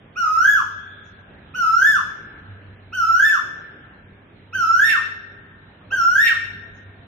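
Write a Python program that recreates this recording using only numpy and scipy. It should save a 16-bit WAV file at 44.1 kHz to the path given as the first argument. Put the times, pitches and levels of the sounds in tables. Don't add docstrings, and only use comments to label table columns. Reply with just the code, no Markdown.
import sys
import numpy as np
from scipy import signal
from scipy.fft import rfft, irfft, next_fast_len
from scipy.io import wavfile
from scipy.ndimage import uniform_filter1d, minimum_filter1d, map_coordinates

SR = 44100
rng = np.random.default_rng(int(sys.argv[2]) if len(sys.argv) > 2 else 0)


def field_ratio(decibels):
    return 10 ** (np.asarray(decibels, dtype=float) / 20)


def waveform_to_disk(signal):
    frames = np.transpose(np.atleast_2d(signal))
    scaled = np.clip(frames, -1, 1) * 32767
    samples = np.round(scaled).astype(np.int16)
    wavfile.write(sys.argv[1], SR, samples)


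N = 311778

# start_s, drop_after_s, length_s, dip_hz, peak_hz
CALLS = [
    (0.154, .39, .48, 1273, 1722),
    (1.537, 0.39, 0.48, 1318, 1780),
    (2.921, 0.39, .48, 1335, 1800),
    (4.525, .392, .475, 1336, 1862),
    (5.904, .382, .452, 1380, 1877),
]
# age_s, pitch_height (0 dip, 1 peak), effort_db, beak_opening (0-1)
CALL_SHAPE = [
    (0, -0.39, -25.5, 0.49),
    (.027, 0.45, -7.5, 0.57),
    (.118, -0.067, -2.5, 0.091),
    (0.201, .04, -2.5, 0.056),
    (.25, .27, -2, 0.13),
    (.334, 0.97, 1.5, 0.19),
    (.386, 0.86, -2.5, 0.47),
    (0.431, 0.039, -2, .95),
    (0.481, -1.073, -17, 0.84),
]
# peak_s, drop_s, end_s
SHAPE_TIMES = (.334, .386, .48)
# multiple, level_db
OVERTONES = [(3, -27.5), (4, -25), (5, -30), (6, -36), (7, -39.5), (8, -42.5), (9, -48), (10, -48.5),
             (11, -59.5)]
# pitch_hz, level_db
GULLET = [(900, -2.5), (1270, -3), (1350, 2), (1450, -0.5), (1530, -6.5), (1570, 5), (1720, -1.5),
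          (1865, 0.5)]
# pitch_hz, level_db
OCTAVE = [(2000, -36), (2700, -33), (3000, -28), (3300, -28), (3500, -24.5), (3720, -18)]
# pitch_hz, level_db
OVERTONE_COLOUR = [(2500, -17.5), (3600, -20), (4300, -4), (4850, -8.5), (5600, 7), (7000, -3), (8200, -9.5),
                   (9100, 5), (9800, -9.5), (11500, 6), (13500, 17), (15300, 11.5)]
# peak_s, level_db, loss_db_per_s (after the peak)
CRACKS = [
    (3.295, -55, 12),
    (4.908, -36.5, 45),
    (6.277, -34.5, 177),
]
# pitch_hz, level_db
RASP = [(1600, -8.5), (2000, 20), (2400, 22), (2800, 13.5), (3400, 9.5), (4300, 4), (5200, -7),
        (12000, -15)]

# start_s, level_db, pitch_hz, length_s
PUFFS = [
    (1.03, -64, 5900, .07),
    (6.73, -66, 5900, .07),
]
# start_s, level_db, pitch_hz, length_s
CHIRPS = [
    (0.47, -62, 1600, 1),
    (0.57, -55, 3400, 0.59),
]
# start_s, level_db, pitch_hz, length_s
HOOTS = [
    (6.6, -59, 671, 0.073),
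    (6.9, -57.5, 676, 0.25),
]
# start_s, level_db, pitch_hz, length_s
RUSTLES = [
    (5.905, -40.5, 895, 0.048),
]

# pitch_hz, decay_s
LEAVES = [(800, 0.15), (3000, 0.18), (12000, 0.067)]
# pitch_hz, decay_s
TREES = [(800, 0.47), (1600, 0.52), (2600, 0.69), (3700, 0.67), (6000, 0.63), (12000, 0.23)]
# pitch_hz, decay_s
WALLS = [(800, 0.94), (1700, 1.71), (2600, 1.2), (3600, 1.6), (7000, 0.77)]
# level_db, decay_s
YARD_RING = (-2, 0.46)

# time_s, level_db
DRONE_LOAD = [(0.0, -58.5), (0.43, -49.5), (2.36, -59.5), (2.5, -45), (3.29, -48), (3.33, -65),
              (4.25, -53.5), (4.37, -64), (4.43, -48.5), (6.18, -54.5), (6.22, -62), (6.36, -47),
              (6.99, -47), (7.07, -59)]
# start_s, length_s, level_db
WHINE_SWELLS = [
    (0.85, .3, -56),
    (4.7, 1.0, -52),
    (6.3, .7, -56),
]
# pitch_hz, level_db (per Hz)
TOWN = [(12, -79.5), (32, -12.5), (98, -7.5), (168, -8), (242, -10.5), (285, -13), (403, -15.5), (557, -18),
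        (1170, -21.5), (1540, -20.5), (1810, -21.5), (4160, -33), (5000, -75), (6500, -125.5),
        (11000, -120)]
# pitch_hz, likeness (-1 to 1)
ALIKE = [(30, 0.95), (70, 1), (150, 0.99), (380, 0.82), (950, 0.042), (2380, 0.31), (5980, -1),
         (15000, 0.2)]
# pitch_hz, level_db
BAND_PRICE = [(2600, -38), (3600, 5), (7000, -0.5), (10000, -5), (13000, 1), (15000, 7.5)]


def unit(x):
    return x / np.sqrt(np.mean(x ** 2) + 1e-20)


def along(points, hz):
    f, v = np.transpose(points)
    return np.interp(np.log(hz + 1), np.log(f + 1), v)


def curves(rows):
    s, *cols = np.transpose(rows)
    return [np.interp(np.arange(N) / SR, s, c) for c in cols]


def wobble(rate):
    return map_coordinates(rng.standard_normal(int(N * rate / SR) + 4), [np.arange(N) * rate / SR])


def filtered(x, response):
    m = next_fast_len(N + SR // 2)
    return irfft(rfft(x, m) * response(np.fft.rfftfreq(m, 1 / SR)), m)[..., :N]


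def paced(age, drop, length):
    peak_s, drop_s, end_s = SHAPE_TIMES
    peak = peak_s * (drop / drop_s + length / end_s) / 2
    return np.interp(age, [0, peak_s, drop_s, end_s], [0, peak, drop, length])


def koel():
    voice, raspy, time = np.zeros(N), np.zeros(N), np.arange(N) / SR
    shake, flutter, breath = wobble(150), wobble(900), wobble(350)
    air = rng.standard_normal(N)
    rise_db_s, fall_db_s = 398, 601.5
    rasp = sum(field_ratio(db + np.minimum(rise_db_s * (time - s), fall_db_s * (s - time))) for s, db, _ in CRACKS)
    spent_db = sum(loss * (time - s) * (time > s) * (time < s + .5) for s, _, loss in CRACKS)
    first, second = CALL_SHAPE[0], CALL_SHAPE[1]
    for start, drop, length, dip_hz, peak_hz in CALLS:
        on = slice(round(start * SR), round((start + length) * SR))
        age = time[on] - start
        rows = [(start + paced(a, drop, length), *r) for a, *r in CALL_SHAPE]
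        height, effort_db, beak = (c[on] for c in curves(rows))

        scoop = np.clip(age / second[0], 0, 1)
        ease = np.sin(np.pi * scoop / 2) - scoop
        height += (second[1] - first[1]) * ease
        effort_db += -18 - spent_db[on] + 0.32 * (second[2] - first[2]) * ease
        pitch = uniform_filter1d(dip_hz + (peak_hz - dip_hz) * height, size=700)
        phase = 2 * np.pi * np.cumsum(pitch * (1 + 0.0021 * shake[on])) / SR
        fall = np.clip(-np.gradient(np.log(pitch)) * SR - 2.5, 0, 4)
        edge = np.clip(np.minimum(age / 0.008, (age[-1] - age) / 0.029), 0, 1)

        tone = field_ratio(along(GULLET, pitch)) * np.sin(phase)
        octave_db = along(OCTAVE, 2 * pitch) + 11 * beak + 39 * np.exp(-age / 0.017) - 1.3 * fall
        tone += field_ratio(octave_db) * (0.91 + .22 * breath[on]) * np.sin(2 * phase)
        for k, db in OVERTONES:
            over_db = db - 3 + 6 * beak - 1.5 * fall + along(OVERTONE_COLOUR, k * pitch)
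            hoarse = 3 / k + 0.44 * np.roll(breath, k * SR // 10)[on]
            tone += field_ratio(over_db) * hoarse * np.sin(k * phase)
        voice[on] += np.sqrt(2) * edge * field_ratio(effort_db) * tone

        skip = np.sqrt(2) * np.sin(3 * phase / 2) * field_ratio(4 * flutter[on])
        crack = rasp[on] * (0.41 * field_ratio(-4 * fall) * skip + 1.76 * air[on])
        husk = field_ratio(effort_db - 51.5 - 13.5 * height) * air[on]
        raspy[on] += edge * (crack + husk)
    return voice + filtered(raspy, lambda hz: field_ratio(along(RASP, hz)))


def neighbours():
    out, time = np.zeros(N), np.arange(N) / SR
    for rows, shake, speed in ((PUFFS, .09, 500), (CHIRPS, .035, 200), (HOOTS, .012, 40), (RUSTLES, .5, 900)):
        waver = wobble(speed)
        for s, db, hz, length in rows:
            u = np.clip((time - s) / length, 0, 1)
            phase = 2 * np.pi * np.cumsum(hz * (1 + shake * waver)) / SR
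            out += field_ratio(db) * np.sin(np.pi * u) * np.sin(phase)
    return out


def tail(decay, delay):
    hz, t, z = signal.stft(rng.standard_normal((2, 2 * SR)), SR, nperseg=256)
    out = signal.istft(z * field_ratio(-60 * t / along(decay, hz)[:, None]), SR, nperseg=256)[1]
    out = np.pad(out, ((0, 0), (round(delay * SR), 0)))[:, :2 * SR]
    return out / np.linalg.norm(out, axis=1, keepdims=True)


def garden():
    paths = field_ratio(-1.5) * tail(LEAVES, delay=0.0097)
    paths += field_ratio(-2.5) * tail(TREES, delay=.02)
    paths += field_ratio(-17.5) * tail(WALLS, delay=.09)
    paths[[0, 1], [440, 442]] += field_ratio(-1)
    gain = rfft(paths)
    even = uniform_filter1d(abs(gain) ** 2, size=140, axis=1) ** -.4
    paths = irfft(gain * even)[:, :round(1.8 * SR)]
    ring_hz, (db, decay_s) = 1858, YARD_RING
    t = np.arange(paths.shape[1]) / SR
    ring = field_ratio(db - 47 - 60 * t / decay_s) * (1 - np.exp(-t / .04)) * np.sin(2 * np.pi * ring_hz * t)
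    return paths + ring


def hum():
    time = np.arange(N) / SR
    drone_hz = 97.4 + 2.524 * wobble(67)
    drone_db = curves(DRONE_LOAD)[0] + 2.0 + 2.8 * wobble(20)
    drone = field_ratio(drone_db) * np.sin(2 * np.pi * np.cumsum(drone_hz) / SR)
    swell = field_ratio(-57.5)
    for s, length, db in WHINE_SWELLS:
        swell = swell + field_ratio(db) * np.sin(np.pi * np.clip((time - s) / length, 0, 1))
    whine_hz = 405 + 1.75 * wobble(8)
    whine = swell * field_ratio(-6.5 + 0.53 * wobble(10.0)) * np.sin(2 * np.pi * np.cumsum(whine_hz) / SR)
    return drone + whine


def town():
    z = signal.stft(rng.standard_normal((2, N)), nperseg=512)[2]
    patches = uniform_filter1d(rng.standard_normal(z.shape[1:]), size=5, axis=0)
    patches = uniform_filter1d(patches, size=14, axis=1)
    pair = signal.istft(z * field_ratio(1.83 * unit(patches)), nperseg=512)[1][:, :N]

    def response(hz):
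        spread = np.arccos(np.clip(along(ALIKE, hz), -1, 1)) / 2
        return field_ratio(along(TOWN, hz)) * [np.cos(spread), np.sin(spread)]

    mid, side = filtered(pair, response)
    level_db = -51.5 + 3.5 + 1.3 * wobble(2.81)
    return field_ratio(level_db) * unit(np.array([mid + side, mid - side]))


def scene():
    birds = (koel() + neighbours())[None]
    heard = signal.fftconvolve(birds, garden(), axes=1)[:, round(.01 * SR):][:, :N]
    lag_s = 0.0004
    drone = filtered(hum(), lambda hz: np.exp(np.pi * 1j * hz * lag_s * np.array([[1], [-1]])))
    return field_ratio(4.5) * heard + (town() + drone) * field_ratio([[-.7], [.7]])


def masked(x, near_db, below_db, far_db, quiet_db):
    hz, t, z = signal.stft(x, SR, nperseg=2048, noverlap=1024)
    power, hz = abs(z) ** 2 + 1e-20, hz[:, None]
    level = 10 * np.log10(uniform_filter1d(power, size=7, axis=1))

    def loudest(shift):
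        return -minimum_filter1d(-level, size=29, axis=1, origin=shift)

    hidden = (level < loudest(shift=14) + near_db) & (hz > 2050)
    hidden |= (level < loudest(shift=-14) + below_db) & (hz > 900)
    bands = 10 * np.log10(power[:, :1024].reshape(2, 64, 16, -1).mean(axis=2))
    whim = 4 * unit(uniform_filter1d(rng.standard_normal(bands.shape[1:]), size=3, axis=1))
    need = np.maximum(level.max(axis=1, keepdims=True) + far_db, quiet_db)
    need = need + whim + along(BAND_PRICE, hz[8::16])
    hidden[:, :1024] |= np.repeat(bands < need, 16, axis=1)
    return signal.istft(z * ~hidden, SR, nperseg=2048, noverlap=1024)[1][:, :N]


def roll_off(x):
    return signal.sosfilt(signal.butter(12, 15720, fs=SR, output="sos"), x)


def record(dry):
    need = np.minimum(1, .85 / (abs(dry).max(axis=0) + 1e-9))
    held = dry * uniform_filter1d(minimum_filter1d(need, size=800), size=400)
    treble = [(2500, 0), (6000, 1.2), (14000, 2.6)]  # pitch_hz, level_db
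    tilted = filtered(held, lambda hz: field_ratio(along(treble, hz) * np.array([[-1], [1]])))
    kept = masked(tilted, near_db=-32.5, below_db=-57.0, far_db=-55.0, quiet_db=-91.0)
    hiss = field_ratio(-91.0) * filtered(rng.standard_normal(dry.shape), lambda hz: hz < 12500)
    return roll_off(kept + hiss)


dry = scene()
out = record(dry)
waveform_to_disk(out)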